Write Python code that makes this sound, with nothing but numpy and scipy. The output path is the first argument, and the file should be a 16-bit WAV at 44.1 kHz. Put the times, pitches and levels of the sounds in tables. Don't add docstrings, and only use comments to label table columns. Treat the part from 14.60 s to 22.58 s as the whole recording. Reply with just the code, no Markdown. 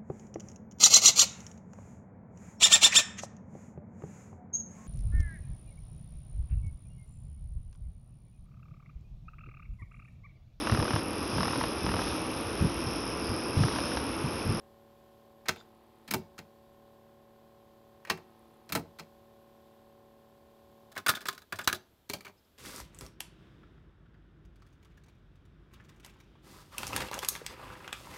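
import sys
import numpy as np
from scipy import signal
from scipy.fft import rfft, irfft
from scipy.io import wavfile
from scipy.ndimage import uniform_filter1d, map_coordinates

SR = 44100
rng = np.random.default_rng(int(sys.argv[2]) if len(sys.argv) > 2 else 0)


def output_pcm(signal):
    pcm = np.clip(np.atleast_2d(signal).T, -1, 1) * 32767
    wavfile.write(sys.argv[1], SR, np.round(pcm).astype(np.int16))


N = 351918

# thud, body, knock, clack, tick [Hz].
BAND_EDGES_HZ = [60, 300, 900, 2500, 7000, 19000]
CHATTER_SHARE = [3.4, 2.03, 0.84, 0.69, 0.59]

# frequency in Hz, relative density in dB per Hz.
RUMBLE = [(15, -30.5), (25, -18), (75, -5), (156, -14.5), (364, -13.5), (1010, -23.5), (1160, -23.5),
          (1380, -24.5), (2500, -31.5), (3250, -53.5), (5500, -120)]
# frequency in Hz, relative density in dB per Hz.
HISS = [(1470, -35), (2500, -5.5), (3240, 0.5), (6190, -9.5), (8140, -9), (9010, -13.5), (12000, -5.5),
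        (12300, -8.5), (15100, -6), (16200, -20)]
# frequency in Hz, width in Hz, rms level in dB.
WHISTLES = [(8123, 40, -98), (11630, 60, -88), (15100, 60, -97)]
RUMBLE_DB, HISS_DB = -68.5, -75.5
HISS_WAVER_DB = 0.7
BACKGROUND_CUTOFF_HZ, TOP_CUTOFF_HZ = 16200, 16900
ROOM_T60_S, ROOM_DB = 0.27, -20

# bridge thrown in seconds, dropped in seconds, latch resets in seconds.
CYCLES = [(.884, 1.508, 1.788), (3.499, 4.122, 4.395)]

# multiple of the turn rate, level in dB over HUM_DB running free,
# the same in dB with the pinch roller pressed on.
HUM_LINES = [(3, -5, -7), (4, -6.5, -8.5), (5, -13, -19), (6, 2.5, 2.5), (9, -4, 0), (10, -1.5, -1.5),
             (11, -6.5, -11), (12, -4, -5), (15, 5.5, 0), (17, -7.5, -16), (18, -15, -19), (20, -2, -1),
             (21, -7.5, -9), (22, -16, -16), (23, -8, -4.5), (25, -14, -15), (26, -20, -12.5),
             (27, -10.5, -11), (28, -5.5, -5), (29, -5.5, -7), (32, -35, -16), (34, -21, -12),
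             (39, -16.5, -21), (43, -19, -23), (48, -17.5, -20)]
WEAK_DB, WEAK_DB_PER_MULTIPLE = -19, -0.2926
TURN_HZ, FIRST_TURN = 37.44, 0.605
HUM_DB = -67
# frequency in Hz, relative density in dB per Hz.
WHIRR = [(35, -36), (60, -24.5), (223, -5), (504, -6.5), (563, -3.5), (690, -6), (743, -7.5), (1180, -15),
         (5000, -25.5), (6500, -65), (11000, -120)]
WHIRR_DB, LOADED_WHIRR_DB = -73, 4.5
PRESS_S, STOP_S, COAST_S = 0.045, 6.32, 0.1

GEAR_LAG_S, GEAR_EARLY_S, TOOTH_S = 0.146, 0.03, 0.0297
GEAR_HZ, GEAR_DB = 10000, -66.5

# start in seconds, length in seconds, frequency in Hz, rms level in dB.
SQUEAKS = [(.958, 0.0083, 1300, -58), (1.008, 0.0054, 1480, -59.5), (.975, 0.049, 4760, -70),
           (.963, 0.075, 7050, -76), (6.367, .004, 1650, -39.5), (6.481, .004, 8800, -34.5),
           (6.547, 0.0117, 3560, -44), (6.574, 0.0035, 1600, -46), (6.666, .022, 7600, -56),
           (6.948, 0.029, 8700, -66), (7.035, 0.0078, 7600, -56.5), (7.765, .04, 5100, -78.5),
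           (7.842, 0.018, 5070, -81)]
BOUNCE_FROM_S, BOUNCE_EVERY_S, BOUNCE_LENGTH_S, BOUNCE_HZ, BOUNCE_DB = 0.961, 0.0102, 0.003, 3610, -63

# frequency in Hz, level in dB over the bare crack, t60 in seconds.
CHASSIS = [(95, 6.5, 0.23), (167.3, 9, 0.24), (215.5, 10, 0.1), (378, 11.5, 0.14), (465, 6.5, 0.063),
           (653, 2, 0.048), (840, 3.5, 0.046), (1153, -5.5, 0.086), (1360, 2, 0.044), (1554, -0.5, 0.021),
           (1874, 0, .04), (2320, -5, 0.0088), (2710, 14, 0.052), (3300, 10.5, 0.03), (4350, 5.5, 0.0038),
           (5070, 4, 0.0044)]
# frequency in Hz, level in dB over the bare crack, t60 in seconds.
SHELL = [(102, 4.4, 0.16), (217, 4.3, 0.063), (393.6, 12, .06), (655, 3.8, 0.036), (1055, 2.7, 0.17),
         (1268, 8.1, .035), (1480, 9.9, 0.018), (1677, 10, 0.019), (2660, 1.4, 0.075), (3560, 13, 0.038),
         (4017, 9.1, 0.0076), (4650, 3.8, 0.0054), (5170, 1.9, 0.0064)]
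# frequency in Hz, level in dB over the bare crack, t60 in seconds.
COVER_PANEL = [(100, 3.8, 0.17), (198, 6.6, 0.06), (400, 11.3, 0.028), (620, 1.4, 0.07), (1030, 4.8, 0.039),
               (1310, 3, 0.027), (1607, 3, 0.036), (2306, 5.9, 0.03), (3220, 6.9, 0.054),
               (4580, 4.9, 0.007)]

# [s, dB x 5, s].
THROW = [(-.028, -68, -53.5, -49.5, -58, -68, 0.15), (-.003, -66.5, -56, -49, -51.5, -53.5, .027),
         (0, -38.5, -34, -25, -28, -35, .06), (0.0743, -66, -52.5, -53, -63, -62, .06)]
# [s, dB x 5, s].
DROP = [(-.031, -61, -66, -54.5, -50, -57, 0.095), (-.024, -50, -52, -48, -60, -56, 0.036),
        (0, -38.5, -46, -33, -34, -33, 0.074), (.0285, -39.5, -33, -32, -33, -31.5, .06),
        (.036, -32.5, -41.5, -38.5, -39.5, -49, 0.048)]
# [s, dB x 5, s].
LATCH = [(-.0085, -61, -74, -49, -52, -60.5, 0.062), (0, -50, -51.5, -45.5, -46.5, -53, .042)]

# [s, dB, dB, dB, s].
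KEY = [(3.45, -44.5, -23.5, -11.5, .017)]
# [s, dB, dB, dB, s].
CASSETTE = [(6.317, -60, 0, 0.5, 0.068), (6.353, -54.5, -5, -5, .054), (6.362, -39.5, -20.5, -12, 0.061),
            (6.376, -35.5, -11.5, -6, 0.048), (6.463, -25.5, -21.5, -6, 0.052),
            (6.483, -23, -23.5, -8.5, 0.099), (6.491, -23.5, -21.5, -0.5, .066),
            (6.501, -35.5, -7.5, 1.5, 0.042), (6.536, -39, -12, -16, 0.038), (6.55, -42, -15, -0.5, 0.12),
            (6.568, -42, -17, -20, 0.057), (6.606, -48, -11, -3, .048), (6.614, -50.5, -8, -2.5, 0.11),
            (6.655, -37.5, -13.5, -6, .064), (6.667, -46.5, -6, 2, .052), (6.684, -28, -18.5, -4, 0.044),
            (6.727, -51, -6, 1, 0.049), (6.748, -59, -5, 4, .036), (6.778, -46.5, -18, -4.5, 0.0235),
            (6.818, -58, -5, -1.5, 0.043), (6.923, -32, -11, -10.5, 0.065), (6.956, -55.5, -7.5, 3.5, 0.14),
            (6.988, -35, -11, -8, 0.084), (7.009, -45, -12.5, -6, 0.14), (7.042, -58.5, -1, 10, 0.094),
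            (7.074, -22, -18.5, -1, 0.085), (7.127, -27.5, -13.5, -4, 0.042), (7.145, -47, -2, 3.5, 0.09)]
# [s, dB, dB, dB, s].
COVER = [(7.492, -57.5, -5, 6.5, .046), (7.497, -41, 2, 4, 0.032), (7.534, -37.5, -2, 1, 0.058),
         (7.585, -66, 5, 3, .055), (7.607, -50.5, -18, -2.5, 0.036), (7.648, -48.5, -9.5, -6, 0.11),
         (7.666, -44.5, -18, -17.5, 0.044), (7.678, -54.5, -0.5, -5.5, 0.087)]
THUD_UNDER_BODY_DB, TICK_UNDER_CLACK_DB = 5, 2
HITS_LOW_CUT_HZ = 66


def from_db(db):
    return 10 ** (np.asarray(db) / 20)


def rms_one(x):
    return x / np.sqrt(np.mean(x ** 2) + 1e-20)


def band(x, low_hz, high_hz):
    return signal.sosfilt(signal.butter(3, [low_hz, high_hz], "band", fs=SR, output="sos"), x)


def coloured(spectrum):
    hz = np.maximum(np.fft.rfftfreq(N, 1 / SR), 1)
    at_hz, level_db = np.transpose(spectrum)
    gain = from_db(np.interp(np.log(hz), np.log(at_hz), level_db))
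    return rms_one(irfft(rfft(rng.standard_normal(N)) * gain, N))


def drift(knots_per_s):
    knots = rng.standard_normal(200)
    return map_coordinates(knots, [np.arange(N) / SR * knots_per_s], order=3)


def ring(force, hz, t60):
    radius = from_db(-60 / (max(t60, 0.005) * SR))
    angle = 2 * np.pi * hz / SR
    return signal.lfilter([0, np.sin(angle)], [1, -2 * radius * np.cos(angle), radius ** 2], force)


def background():
    rumble = from_db(RUMBLE_DB) * coloured(RUMBLE)
    hiss = from_db(HISS_DB + HISS_WAVER_DB * drift(5.0)) * coloured(HISS)
    whistles = np.zeros(N)
    for hz, width_hz, db in WHISTLES:
        whistles += from_db(db) * rms_one(ring(rng.standard_normal(N), hz, 2.2 / width_hz))
    low_pass = signal.cheby2(16, 40, BACKGROUND_CUTOFF_HZ, fs=SR, output="sos")
    return signal.sosfilt(low_pass, rumble + hiss + whistles)


def room(x):
    t = np.arange(SR // 2) / SR
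    tail = np.zeros(len(t))
    for low, high, share in zip(BAND_EDGES_HZ, BAND_EDGES_HZ[1:], (1.3, 1.8, 1.02, 1.08, 0.74)):
        tail += band(rng.standard_normal(len(t)), low, high) * from_db(-60 * t / (share * ROOM_T60_S))
    return signal.fftconvolve(x, tail / np.sqrt(np.sum(tail ** 2)))[:N]


def hum(column, turns):
    strong_db = {round(row[0]): row[column] for row in HUM_LINES}
    total = np.zeros(N)
    for k in range(1, 53):
        lag = 0.3
        if k > 20:
            lag = -0.4
        elif k % 3 == 0:
            lag = 1
        level_db = strong_db.get(k, WEAK_DB + WEAK_DB_PER_MULTIPLE * k)
        total += from_db(level_db) * np.cos(np.pi * (2 * k * turns + lag))
    return total


def motor():
    t = np.arange(N) / SR
    load = np.zeros(N)
    for throw, drop, _ in CYCLES:
        load += np.clip(np.minimum(t - throw, drop + 2 * PRESS_S - t) / PRESS_S, 0, 1)
    turns = FIRST_TURN + np.cumsum(TURN_HZ * (1 + 0.0002 * drift(3.0))) / SR
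    tone = (1 - load) * hum(column=1, turns=turns) + load * hum(column=2, turns=turns)
    tone = tone * from_db(HUM_DB + 0.53 * drift(3.87))
    whirr = from_db(WHIRR_DB + LOADED_WHIRR_DB * load) * coloured(WHIRR)
    running = from_db(np.clip(-60 * (t - STOP_S) / COAST_S, -100, 0))
    return running * (tone + whirr)


def gear():
    teeth = np.zeros(N)
    for throw, drop, _ in CYCLES:
        at_s = np.arange(throw + GEAR_LAG_S, drop - GEAR_EARLY_S, TOOTH_S)
        louder = np.arange(len(at_s)) % 3 == 2
        level_db = GEAR_DB + 4.5 * louder + 2.5 * rng.standard_normal(len(at_s))
        teeth[(at_s * SR).astype(int)] = from_db(level_db)
    return ring(teeth + 1e-18, GEAR_HZ, 0.0057)


def squeaks():
    out = np.zeros(N)
    bounces = [(BOUNCE_FROM_S + k * BOUNCE_EVERY_S, BOUNCE_LENGTH_S, BOUNCE_HZ, BOUNCE_DB + own_db)
               for k, own_db in enumerate(rng.normal(0, 1.8, 6))]
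    for start_s, length_s, hz, db in SQUEAKS + bounces:
        count = round(length_s * SR)
        slips = rng.standard_normal(count) * np.hanning(count) ** 0.5
        slips = np.r_[slips, np.zeros(500)]
        at = round(start_s * SR)
        out[at:at + len(slips)] += from_db(db) * rms_one(ring(slips, hz, 0.014))
    return out


def blows(events, modes, rise_s, rattle_db, rattle_s):
    out = np.zeros(N + SR)
    t = np.arange(SR // 5) / SR
    for start_s, *levels_db, t60 in events:
        own_db = rng.normal(0, 3, len(modes))
        clumps = np.repeat(rng.standard_normal(len(t) // 60), 60)
        contacts = np.exp(0.36 * rng.standard_normal(len(t)) + 0.33 * clumps)
        contacts *= 1 - np.exp(-t / rise_s)
        rattle = from_db(rattle_db) * np.exp(-(t / rattle_s) ** 2)
        at = round(start_s * SR)
        for low, high, level_db, share in zip(BAND_EDGES_HZ, BAND_EDGES_HZ[1:], levels_db, CHATTER_SHARE):
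            decay = from_db(-60 * t / max(share * t60, 0.004))
            chatter = rng.standard_normal(len(t)) * contacts * (decay + rattle)
            part = band(chatter, low, high)
            for (hz, db, ring_s), strength_db in zip(modes, own_db):
                if low <= hz < high:
                    top_gain = 2 * np.log(1000) / (ring_s * SR)
                    part = part + from_db(db + strength_db) * top_gain * ring(chatter, hz, ring_s)
            loudest = np.sqrt(uniform_filter1d(part ** 2, size=240).max())
            out[at:at + len(t)] += from_db(level_db) * part / loudest
    return out[:N]


def transport():
    events = []
    for moves in CYCLES:
        for move_s, contacts in zip(moves, (THROW, DROP, LATCH)):
            events += [(move_s + offset_s, *rest) for offset_s, *rest in contacts]
    return events


def by_hand(rows):
    events = []
    for start_s, knock_db, bass_db, treble_db, t60 in rows:
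        body_db, clack_db = knock_db + bass_db, knock_db + treble_db
        thud_db, tick_db = body_db - THUD_UNDER_BODY_DB, clack_db - TICK_UNDER_CLACK_DB
        events.append((start_s, thud_db, body_db, knock_db, clack_db, tick_db, t60))
    return events


def scene():
    deck = blows(transport() + by_hand(KEY), CHASSIS, rise_s=0.001, rattle_db=-25.0, rattle_s=0.04)
    cassette = blows(by_hand(CASSETTE), SHELL, rise_s=0.0011, rattle_db=-25.5, rattle_s=0.033)
    cover = blows(by_hand(COVER), COVER_PANEL, rise_s=0.00037, rattle_db=-20.5, rattle_s=0.036)
    hits = deck + cassette + cover + squeaks()
    hits = signal.sosfilt(signal.butter(3, HITS_LOW_CUT_HZ, "high", fs=SR, output="sos"), hits)
    return (hits + from_db(ROOM_DB) * room(hits) + motor() + gear() + background())[None]


def record(dry):
    return signal.sosfilt(signal.cheby2(12, 70, TOP_CUTOFF_HZ, fs=SR, output="sos"), dry)


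dry = scene()
out = record(dry)
output_pcm(out)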